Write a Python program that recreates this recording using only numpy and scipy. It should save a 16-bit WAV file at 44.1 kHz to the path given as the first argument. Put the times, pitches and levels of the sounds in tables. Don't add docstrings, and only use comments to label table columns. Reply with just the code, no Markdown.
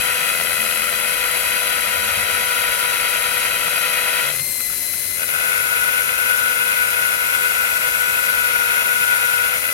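import sys
import numpy as np
from scipy import signal
from scipy.fft import rfft, irfft, next_fast_len
from scipy.io import wavfile
from scipy.ndimage import uniform_filter1d

SR = 44100
rng = np.random.default_rng(int(sys.argv[2]) if len(sys.argv) > 2 else 0)


def inscribe(sig):
    pcm = np.round(np.clip(np.atleast_2d(sig).T, -1, 1) * 32767)
    wavfile.write(sys.argv[1], SR, pcm.astype(np.int16))


N = 429093
TIME_S = np.arange(N) / SR
PINION_TEETH, GEAR_RATIO, COMMUTATOR_BARS = 6, 8.65, 24
MAINS_HZ, WORKING_RPS = 50, 82


def from_db(db):
    return 10 ** (np.asarray(db) / 20)


def unit_rms(x):
    return x / np.sqrt(np.mean(np.abs(x) ** 2) + 1e-20)


def curve(rows):
    return np.interp(TIME_S, *np.transpose(rows))


def drift(corner_hz):
    step, warmup = 40, 2000
    pole = np.exp(-2 * np.pi * corner_hz * step / SR)
    white = rng.standard_normal(N // step + warmup + 2)
    slow = signal.lfilter([1], [1, -2 * pole, pole * pole], white)[warmup:]
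    return np.interp(np.arange(N) / step, np.arange(len(slow)), unit_rms(slow))


def coloured(white, spectrum, column):
    size, spectrum = next_fast_len(N), np.array(spectrum)
    hz = np.maximum(np.fft.rfftfreq(size, 1 / SR), 1)
    gain = from_db(np.interp(np.log(hz), np.log(spectrum[:, 0]), spectrum[:, column]))
    gain *= np.minimum(hz / spectrum[0, 0], 1) ** 2
    return irfft(rfft(white, size) * gain, size)[:N] * np.sqrt(SR / 2)


def ring(drive, hz, width_hz):
    pole = np.exp((-np.pi * width_hz + 2j * np.pi * hz) / SR)
    return unit_rms(signal.lfilter([1], [1, -2 * pole, pole * pole], drive + 1e-18))


def phasor(cycles):
    return np.exp(2j * np.pi * cycles)


# (frequency [Hz], left [rel. dB/Hz], right [rel. dB/Hz])
RUMBLE_SPECTRUM = [(25, -75, -77), (40, -73, -68), (55, -68, -66), (75.4, -76, -70.5), (96, -63.5, -66.5),
                   (119, -75, -68.5), (162, -70, -69.5), (300, -76, -72), (447, -78, -76.5),
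                   (700, -86, -85.5)]
# (frequency [Hz], width [Hz], level [dB])
BODY_DRONES = [(53, 14, -59), (92.4, 19, -59), (165, 31, -61.5), (244, 23, -61), (389, 17, -56.5)]
# (time [s], length [s], frequency [Hz], level [dB])
HUM_SWELLS = [(.3, 1, 165, -50.5), (.6, 1, 214.5, -48.5), (2.1, 0.79, 208, -49.5), (2.175, 0.34, 89, -43),
              (3.55, 0.84, 162, -50.5), (4.364, 0.17, 138, -41.5)]


def body(spread, rumble_db):
    mid, side = rng.standard_normal((2, N))
    left = coloured(mid + spread * side, RUMBLE_SPECTRUM, column=1)
    right = coloured(mid - spread * side, RUMBLE_SPECTRUM, column=2)
    drones = np.zeros(N)
    for hz, width_hz, db in BODY_DRONES:
        drones += from_db(db) * ring(rng.standard_normal(N), hz, width_hz).real
    for at_s, length_s, hz, db in HUM_SWELLS:
        swell = np.exp(-2 * ((TIME_S - at_s) / length_s) ** 2)
        drones += from_db(db) * swell * ring(rng.standard_normal(N), hz, width_hz=18.4).real
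    return from_db(rumble_db) * np.array([left, right]) + np.sqrt(2) * drones


# (upright [Hz], tilted [Hz], width [Hz], upright [dB], tilted [dB], bright change [dB])
VENT_RESONANCES = [(11040, 10640, 660, -24.5, -25.3, -2), (12950, 12130, 700, -32.5, -42, 8.5)]
# (start [s], end [s])
BRIGHT_SPELLS = [(4.45, 5), (7.15, 8.5)]


def vent_jets(tilt, wander_hz=59.9, swing_hz_s=220, wander_db=0.4, fade_s=0.17):
    bright = sum(np.clip(np.minimum(TIME_S - start_s, end_s - TIME_S) / fade_s + 0.5, 0, 1)
                 for start_s, end_s in BRIGHT_SPELLS)
    tilt_per_s = uniform_filter1d(np.abs(np.gradient(tilt)) * SR, size=SR // 10)
    base_hz, jets = 1000, np.zeros(N)
    for upright_hz, tilted_hz, width_hz, upright_db, tilted_db, bright_db in VENT_RESONANCES:
        hz = upright_hz + (tilted_hz - upright_hz) * tilt
        hz += wander_hz * drift(0.7) + swing_hz_s * tilt_per_s * drift(3)
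        db = upright_db + (tilted_db - upright_db) * tilt + bright_db * bright + wander_db * drift(0.7)
        band = ring(rng.standard_normal(N), base_hz, width_hz)
        shifted = band * phasor(np.cumsum(hz - base_hz) / SR)
        jets += from_db(db) * unit_rms(shifted.real)
    return jets


# (frequency [Hz], left [dB/Hz], right [dB/Hz])
RUSH_SPECTRUM = [(250, -100, -86), (570, -65, -86), (785, -74.5, -91), (950, -87, -72.5),
                 (1490, -70.5, -79), (2330, -65.5, -69.5), (3270, -72.5, -76.5), (5000, -67.5, -73.5),
                 (7200, -69, -66.5), (7400, -71, -67), (8400, -76, -83.5), (10550, -65, -81.5),
                 (12500, -79, -76), (15000, -71.5, -93)]
# (frequency [Hz], upright [rel. dB/Hz], tilted [rel. dB/Hz])
HISS_SPECTRUM = [(7300, -104, -92), (7960, -62, -66), (8530, -65.5, -60), (9130, -58, -60.5),
                 (9400, -62, -59.5), (9530, -57.5, -56.5), (10100, -60.5, -60.5), (10500, -57.5, -63),
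                 (11200, -58, -56.5), (12000, -59.5, -55.5), (12500, -59.5, -57), (13250, -61.5, -60),
                 (13900, -70, -67), (15800, -75, -72)]


def fan(turns, speed_rps, tilt, hiss_db, flutter_db, chop_db):
    white = rng.standard_normal((4, N))
    air = np.array([coloured(white[0], RUSH_SPECTRUM, column=1),
                    coloured(white[1], RUSH_SPECTRUM, column=2)])
    hiss = np.sqrt(1 - tilt) * coloured(white[2], HISS_SPECTRUM, column=1)
    hiss += np.sqrt(tilt) * coloured(white[3], HISS_SPECTRUM, column=2)
    flow_gain = (speed_rps / speed_rps.mean()) ** 3
    air[0] += flow_gain * (from_db(hiss_db) * hiss + vent_jets(tilt))
    return air * from_db(flutter_db * drift(28) + chop_db * phasor(turns).real)


def reflections(direct, tilt, echo_db, tilt_stretch, sway):
    samples, out, echo_gain = np.arange(N), direct.copy(), from_db(echo_db)
    for channel, path_scale in enumerate((1, 8 / 7)):
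        for base_s in (0.0013, 0.0022, 0.0031, 0.0046):
            delay_s = base_s * path_scale * (1 + tilt_stretch * tilt + sway * drift(0.2))
            echo = np.interp(samples - np.round(delay_s * SR), samples, direct[channel])
            out[channel] -= echo_gain * echo
    return out / np.sqrt(1 + 4 * echo_gain ** 2)


# (bar-rate harmonic, upright [rel. dB], tilted [rel. dB], lifted [rel. dB],
# slack slope [dB/rps], right offset [dB])
WHINE_HARMONICS = [(1, -39.5, -42, -36.5, 7, -12.5), (2, -37, -46, -38, -0.5, -7.5),
                   (3, -48.5, -49.5, -50, -3, -3.5)]
# (time [s], level [rel. dB])
WHISTLE_LEVEL = [(0, -42), (1.34, -47), (1.9, -58), (4.1, -60), (4.48, -33.5), (5.6, -57), (7.07, -57),
                 (7.3, -44), (8.2, -41), (8.6, -58), (9.73, -57)]


def commutator(turns, slack_rps, tilt, contact, whistle_right_db, runout, waver_db, smear_cycles):
    lines = [(4, curve(WHISTLE_LEVEL), whistle_right_db)]
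    for harmonic, upright_db, tilted_db, lifted_db, slack_slope, right_db in WHINE_HARMONICS:
        working_db = upright_db + (tilted_db - upright_db) * tilt + slack_slope * np.minimum(slack_rps, 1)
        lines.append((harmonic, lifted_db + (working_db - lifted_db) * contact, right_db))
    throb = 1 + runout * phasor(turns)
    whine = np.zeros((2, N))
    for harmonic, db, right_db in lines:
        line = throb * phasor(harmonic * (COMMUTATOR_BARS * turns + smear_cycles * drift(38)))
        gain = np.sqrt(2) * from_db(db + waver_db * drift(10))
        whine += gain * line.real * from_db([[0], [right_db]])
    return whine


# (time [s], half-width [s], dip [dB])
PAD_SLIPS = [(5.262, .016, -9), (5.67, .022, -2.5), (9.611, 0.012, -4.5)]


def pad_contact_db(lift_s, release_s, land_s, attack_s, settle_s, settle_db, lifted_db):
    release = np.exp(-np.maximum(TIME_S - lift_s, 0) / release_s)
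    landed_s = np.maximum(TIME_S - land_s, 0)
    landing = np.minimum(landed_s / attack_s, 1) * from_db(settle_db * np.exp(-landed_s / settle_s))
    slips_db = sum(db * np.exp(-((TIME_S - at_s) / half_s) ** 2) for at_s, half_s, db in PAD_SLIPS)
    return 20 * np.log10(np.hypot(release + landing, from_db(lifted_db))) + slips_db


def tooth_force(turns, slack_rps, mains_db, pad_db, lobe_db, uneven_db):
    throb_db = -0.6 + 4.6 * np.minimum(slack_rps, 1.5)
    mains = phasor(2 * MAINS_HZ * TIME_S).real
    pulsing = from_db(mains_db * mains + throb_db * phasor(turns).real)
    pulsing /= np.sqrt(uniform_filter1d(pulsing ** 2, size=SR // 10))
    pad_rad = 2 * np.pi * turns / GEAR_RATIO + 0.75 * drift(0.21)
    wobble_db = pad_db * np.cos(pad_rad) + lobe_db * np.cos(2 * pad_rad - 1.2)
    return unit_rms(pulsing * from_db(wobble_db + uneven_db * drift(12)))


def radiate(parts, patterns, tilt):
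    parts, poses = np.array(parts, np.complex64), []
    for left_db, right_db, lag_rad in np.transpose(patterns).reshape(2, -1, len(parts)):
        gains = np.array([from_db(left_db), from_db(right_db) * np.exp(-1j * lag_rad)], np.complex64)
        poses.append(np.sqrt(2) * (gains @ parts).real)
    upright, tilted = poses
    return (1 - tilt) * upright + tilt * tilted


# (motor order, then upright and tilted each: left [rel. dB], right [rel. dB], right lag [rad])
GEAR_ORDERS = [(6, -36, -45.5, 0, -37.5, -45.5, 0.24), (7, -38.5, -46, 2, -44.5, -52.5, 0.28),
               (8, -41, -54, 2, -52.5, -67, .6), (12, -44, -33, 4.5, -39.5, -35, 2.98),
               (13, -66, -80, -2, -45.5, -48, 3.7), (17, -36.5, -38.5, 1.3, -31, -31.5, 2.25),
               (18, -31, -52, 4, -22, -31.5, 3.6), (30, -31, -39, 1.3, -37.5, -41, 1.87),
               (33, -43, -50, 1, -38, -54, 1.2), (39, -37, -54, -2, -50, -58, 0.94)]
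# (motor order, sag slope [dB/rps], slack slope [dB/rps])
PRESSURE_OVERTONES = [(12, 2.8, -2), (18, 3, -4.5)]


def gear_tones(turns, force, load_db, sag_rps, slack_rps, tilt, waver_db, smear_cycles):
    drive = unit_rms(force ** 0.95)
    pressure_db = {order: sag_slope * sag_rps + slack_slope * np.minimum(slack_rps, 1.4)
                   for order, sag_slope, slack_slope in PRESSURE_OVERTONES}
    parts = []
    for order, *_ in GEAR_ORDERS:
        gain = drive * from_db(load_db + pressure_db.get(order, 0) + waver_db * drift(28))
        parts.append(gain * phasor(order * turns + smear_cycles * drift(18)))
    return radiate(parts, np.array(GEAR_ORDERS)[:, 1:], tilt)


# (frequency [Hz], width [Hz],
# then upright and tilted each: left [rel. dB], right [rel. dB], right lag [rad])
GEAR_HEAD_MODES = [(592, 400, -42, -41.5, 0, -45.5, -43, -2), (692, 363, -35.5, -55, -6, -38, -48, -5),
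                   (917, 190, -47.5, -55, 6, -44, -62, 10.5), (998, 320, -39.5, -36, 3.5, -42.5, -38.5, 3),
                   (1363.5, 164, -26.5, -34.5, 1.47, -27.5, -42.5, 4),
                   (1473, 77, -30, -63.5, -1, -24.0, -33, 3.5),
                   (1579, 110, -48, -35, 5.5, -29.5, -32.5, 3.5),
                   (1946, 240, -26.5, -39.5, 2, -39.5, -33, 3.5),
                   (2127, 356, -27, -30.5, 1.5, -27, -53, -8),
                   (2260, 290, -56.0, -43, 2, -29.5, -32.5, 3.5),
                   (2538, 186, -30, -28.5, 0.9, -27, -31, 2.5), (2747, 400, -31, -34, 0.7, -31, -32.5, 2.5),
                   (3087, 170, -31, -41.5, -1.5, -63, -37.5, 3),
                   (3413, 200, -35, -35.5, 2, -34.5, -52.5, 3), (3924, 770, -32.5, -49, 2, -45.5, -36, 3),
                   (4570, 390, -38.5, -35.5, 2.5, -42.5, -47, -1.5)]
# (time [s], level [dB re full load])
BACKLASH_SURGES = [(4.395, -6), (4.605, -8), (4.705, -14), (4.735, -11), (4.85, -17), (4.94, -9),
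                   (5.055, -13), (5.115, -10), (5.16, -13)]


def gear_rattle(turns, force, load_db, tilt, scatter_db, mode_spread_db, jitter_s, scrape, surge_s):
    hits = np.flatnonzero(np.diff(np.floor(turns * PINION_TEETH)))
    strength, timing = rng.standard_normal((len(hits), 2)).T
    blows = force[hits] * from_db(scatter_db * strength)
    hits = np.clip(hits + np.round(jitter_s * SR * timing).astype(int), 0, N - 1)
    backlash = sum(from_db(db) * np.exp(-((TIME_S - at_s) / surge_s) ** 2)
                   for at_s, db in BACKLASH_SURGES)
    load, parts = from_db(load_db) + backlash, []
    for hz, width_hz, *_ in GEAR_HEAD_MODES:
        clicks = np.zeros(N)
        clicks[hits] = blows * (1 + from_db(mode_spread_db) * rng.standard_normal(len(hits)))
        sliding = scrape * force * rng.standard_normal(N)
        parts.append(load * ring(unit_rms(clicks) + sliding, hz, width_hz))
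    rattle = radiate(parts, np.array(GEAR_HEAD_MODES)[:, 2:], tilt)
    highpass = signal.butter(2, 230, "high", fs=SR, output="sos")
    return signal.sosfilt(highpass, rattle)


# (time [s], speed [rps])
MOTOR_SPEED = [(0.26, 82.43), (0.38, 83.47), (0.92, 83.39), (1.08, 82.64), (2.72, 81.44), (4.02, 82.46),
               (4.22, 81.67), (4.44, 86.61), (4.7, 84.65), (5.14, 84.94), (5.34, 82.99), (5.76, 81.39),
               (6.16, 82.8), (6.32, 81.81), (8.4, 81.98), (8.6, 80.25), (8.9, 81.38), (9.42, 81.08),
               (9.66, 84.01)]
# (time [s], tilt [0 upright .. 1 tilted])
TOOL_TILT = [(0, 0.1), (4.4, 0), (5.1, 0.89), (9.73, 0.97)]


def scene():
    speed_rps, tilt = curve(MOTOR_SPEED), curve(TOOL_TILT)
    turns = np.cumsum(speed_rps * (1 + 0.0008 * drift(6))) / SR
    sag_rps = WORKING_RPS - speed_rps
    knee_rps, softness_rps, slack_db_per_rps = 0.38, 0.22, -1.34
    slack_rps = softness_rps * np.logaddexp(0, (-sag_rps - knee_rps) / softness_rps)
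    contact_db = pad_contact_db(lift_s=4.3, release_s=0.055, land_s=5.16, attack_s=0.024,
                                settle_s=0.22, settle_db=-1.5, lifted_db=-21)
    load_db = contact_db + slack_db_per_rps * slack_rps
    force = tooth_force(turns, slack_rps, mains_db=2, pad_db=0.7, lobe_db=0.76, uneven_db=0.5)
    rattle = gear_rattle(turns, force, load_db, tilt, scatter_db=0.8, mode_spread_db=-3.5,
                         jitter_s=0.00019, scrape=0.6, surge_s=0.0089)
    singing = gear_tones(turns, force, load_db, sag_rps, slack_rps, tilt,
                         waver_db=1.38, smear_cycles=0.031)
    whine = commutator(turns, slack_rps, tilt, from_db(contact_db), whistle_right_db=-13,
                       runout=0.19, waver_db=1.4, smear_cycles=0.026)
    air = fan(turns, speed_rps, tilt, hiss_db=-1.56, flutter_db=0.47, chop_db=0.35)
    air = reflections(air, tilt, echo_db=-15, tilt_stretch=0.2, sway=0.012)
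    drone = body(spread=0.24, rumble_db=-2)
    return drone + air + from_db(2.5) * whine + from_db(0.3) * singing + from_db(0.18) * rattle


def record(dry):
    return signal.sosfilt(signal.ellip(12, 0.1, 80, 15900, fs=SR, output="sos"), dry)


dry = scene()
out = record(dry)
inscribe(out)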